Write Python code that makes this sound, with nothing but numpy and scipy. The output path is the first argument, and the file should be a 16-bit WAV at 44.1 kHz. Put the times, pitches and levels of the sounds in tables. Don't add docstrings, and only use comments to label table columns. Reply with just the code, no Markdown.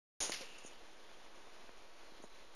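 import sys
import numpy as np
from scipy import signal
from scipy.fft import rfft, irfft
from scipy.io import wavfile

SR = 44100
rng = np.random.default_rng(int(sys.argv[2]) if len(sys.argv) > 2 else 0)


def master_out(mix):
    frames = np.transpose(np.atleast_2d(mix))
    ceiling = np.clip(frames, -1, 1)
    pcm = np.round(ceiling * 32767).astype(np.int16)
    wavfile.write(sys.argv[1], SR, pcm)


N = 112454
T = np.arange(N) / SR
HZ = np.fft.rfftfreq(N, 1 / SR)
SWITCH_ON_S = 0.2038


def amp(db):
    return 10 ** (np.asarray(db) / 20)


def unit(x):
    return x / np.sqrt(np.mean(x ** 2) + 1e-20)


def colour(points):
    hz, db = np.transpose(points)
    return amp(np.interp(np.log(HZ + 1), np.log(hz + 1), db))


def shaped(x, gain):
    return irfft(rfft(x) * gain, N)


def noise(gain):
    return unit(shaped(rng.standard_normal(N), gain))


def band(hz, width_hz):
    return 1 / (1 + ((HZ - hz) / width_hz * 2) ** 2)


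def drift(rate_hz):
    return noise(np.exp(-HZ / rate_hz) * (HZ > 0))


def ring(start_s, hz, t60_s):
    age = np.maximum(T - start_s, 0)
    return np.sin(2 * np.pi * hz * age) * np.exp(-np.log(1000) * age / t60_s)


def rub(start_s, hold_s, fade_db_per_s, level_db, spectrum):
    slips_per_s, spread_db, smooth_share, attack_s = 2800, 2.5, 0.51, 0.0011
    slips = (rng.random(N) < slips_per_s / SR) * rng.choice([-1, 1], N)
    strength = amp(spread_db * np.minimum(rng.exponential(1, N), 4))
    grain = unit(shaped(slips * strength, spectrum))
    friction = np.sqrt(1 - smooth_share) * grain + np.sqrt(smooth_share) * noise(spectrum)
    attack = np.clip((T - start_s) / attack_s, 0, 1)
    return friction * attack * amp(level_db - fade_db_per_s * np.maximum(T - start_s - hold_s, 0))


def hand_slides():
    # start_s, hold_s, fade_db_per_s, level_db
    strokes = [(0.1996, 0.037, 212, -36), (0.293, 0.0087, 600, -45), (0.583, 0.0033, 520, -56),
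               (0.633, 0.027, 329, -59), (0.661, 0.0064, 501.5, -51.5), (2.222, 0.024, 510.5, -61)]
    # frequency_hz, level_db
    spectrum = [(100, -36), (300, -7), (700, -8), (1500, -13), (3000, -8), (5000, -4), (6000, 4),
                (6800, 10.5), (7500, -2.5)]
    light_db, lows_db_per_db, lows_below_hz = -42.5, 1.2, 5170
    lows = 1 / (1 + (HZ / lows_below_hz) ** 8)
    out = np.zeros(N)
    for start_s, hold_s, fade_db_per_s, level_db in strokes:
        weight = amp(lows_db_per_db * (level_db - light_db) * lows)
        out += rub(start_s, hold_s, fade_db_per_s, level_db, colour(spectrum) * weight)
    return out


def case_thump():
    return amp(-45.5) * ring(SWITCH_ON_S, hz=56, t60_s=0.067)


def outdoor_air():
    # frequency_hz, level_db
    air_spectrum = [(20, 11.5), (35, 5), (60, -10.5), (100, -28.5), (130, -24.5), (170, -4.5), (250, -3.5),
                    (400, 2), (600, 2.5), (900, -0.5), (1400, -3), (2200, -4.5), (3500, -6), (5000, -11),
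                    (6800, -11.5), (7500, -16.5)]
    # frequency_hz, level_db
    rumble_spectrum = [(10, 15), (18, 6.5), (30, -24), (45, -1), (80, -17.5), (200, -64)]
    air_db, sway_db, rumble_db, lowest_hz = -60, 1.05, -70.5, 9
    air = amp(air_db + sway_db * drift(rate_hz=6.7)) * noise(colour(air_spectrum))
    return air + amp(rumble_db) * noise(colour(rumble_spectrum) * (HZ > lowest_hz))


def settling_hiss():
    # frequency_hz, level_db
    spectrum = [(60, -35), (200, 0), (500, 1), (1200, -2.5), (2700, -1.5), (4200, -2.5), (5500, -7.5),
                (7500, -5)]
    start_db, fade_db_per_s = -45.5, 35.5
    return amp(start_db - fade_db_per_s * (T - SWITCH_ON_S)) * noise(colour(spectrum))


def wandering_hiss():
    # time_s, centre_hz, level_db
    path = [(.3, 2800, -59.5), (.55, 2740, -62), (.7, 2740, -66.5), (.8, 3150, -76), (1.15, 3270, -76.5),
            (1.45, 3700, -83), (1.95, 4500, -77.5), (2.15, 4100, -72.5), (2.55, 3950, -79)]
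    time_s, centre_hz, level_db = np.transpose(path)
    narrow = band(0, width_hz=450)
    fuzz = noise(narrow) + 1j * noise(narrow)
    phase = 2 * np.pi * np.cumsum(np.interp(T, time_s, centre_hz)) / SR
    return amp(np.interp(T, time_s, level_db)) * (fuzz * np.exp(1j * phase)).real


def motor():
    # multiple, level_db
    harmonics = [(1, -95), (3, -81.5), (5, -77), (6, -79), (7, -84), (8, -81.5)]
    pitch_hz, waver = 186.5, 0.0014
    turn = 2 * np.pi * np.cumsum(pitch_hz * (1 + waver * drift(rate_hz=16))) / SR
    whine = sum(amp(level_db) * np.sqrt(2) * np.sin(multiple * turn + 2 * np.pi * rng.random())
                for multiple, level_db in harmonics)
    hum = amp(-78) * noise(band(hz=325.6, width_hz=16))
    return whine + hum


def grip_knocks():
    # time_s, level_db, width_ms
    knocks = [(0.2962, -26, 0.16), (.410, -36, 0.24), (.649, -37.5, 0.33), (1.374, -50.5, .7),
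              (1.472, -43.5, 0.2), (1.643, -48, 0.6), (1.693, -37.5, 0.12), (2.121, -46.5, 0.51),
              (2.202, -44.5, 0.33), (2.240, -35.5, 0.21), (2.245, -42, 0.29)]
    # pitch_hz, relative_db, t60_s
    modes = [(350, -32, 0.1), (520, -60, 0.033), (724, -23, 0.038)]
    out = np.zeros(N)
    for time_s, level_db, width_ms in knocks:
        push = np.exp(-0.5 * ((T - time_s) * 1000 / width_ms) ** 2)
        ringing = sum(amp(relative_db) * ring(time_s, hz, t60_s) for hz, relative_db, t60_s in modes)
        out += amp(level_db) * (push + ringing)
    low_cut = signal.butter(2, 167, "high", fs=SR)
    return signal.lfilter(*low_cut, signal.lfilter(*low_cut, out))


def grip_scuffs():
    # start_s, hold_s, fade_db_per_s, level_db
    scuffs = [(.319, 0.001, 1500, -32.5), (0.328, 0.015, 218, -42.5), (0.409, .004, 336, -48)]
    # frequency_hz, level_db
    spectrum = [(200, -16), (1000, -13.5), (1800, -2), (2600, -2.5), (3600, -2), (5200, 0), (6200, -2.5),
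                (7500, -10)]
    return sum(rub(*scuff, colour(spectrum)) for scuff in scuffs)


def case_creak():
    span_s, pitch_hz, level_db, waver = (0.410, 0.440), 530, -50, 0.057
    arch = np.sqrt(abs(np.sin(np.pi * np.interp(T, span_s, [0, 1]))))
    phase = 2 * np.pi * np.cumsum(pitch_hz * (1 + waver * drift(rate_hz=150))) / SR
    return amp(level_db) * arch * np.sin(phase)


def case_ticks():
    # start_s, level_db
    ticks = [(.5885, -42), (.6785, -41)]
    return sum(amp(level_db) * ring(start_s, hz=6000, t60_s=0.0016) for start_s, level_db in ticks)


def scene():
    handling = hand_slides() + case_thump() + grip_knocks() + grip_scuffs() + case_creak() + case_ticks()
    background = outdoor_air() + settling_hiss() + wandering_hiss() + motor()
    return (handling + background)[None]


def record(dry):
    # frequency_hz, gain_db
    mirror_response = [(8600, -2), (9200, -5), (10000, -9), (11000, -12.5), (12000, -19), (12900, -24.5)]
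    top_hz, edge_hz, clock_hz, cutoff_hz = 7280, 122, 16000, 12866
    in_band = shaped(dry[0], 0.5 - 0.5 * np.tanh((HZ - top_hz) / (2 * edge_hz)))
    mirrored = (np.conj(signal.hilbert(in_band)) * np.exp(2j * np.pi * clock_hz * T)).real
    offset = 0.0022 * np.clip((T - SWITCH_ON_S) / 0.022, 0, 1)
    switched = (in_band + shaped(mirrored, colour(mirror_response)) + offset) * (T >= SWITCH_ON_S)
    high_cut = signal.firwin(511, cutoff_hz, window=("kaiser", 9), fs=SR)
    return signal.oaconvolve(switched, high_cut, "same")[None]


dry = scene()
out = record(dry)
master_out(out)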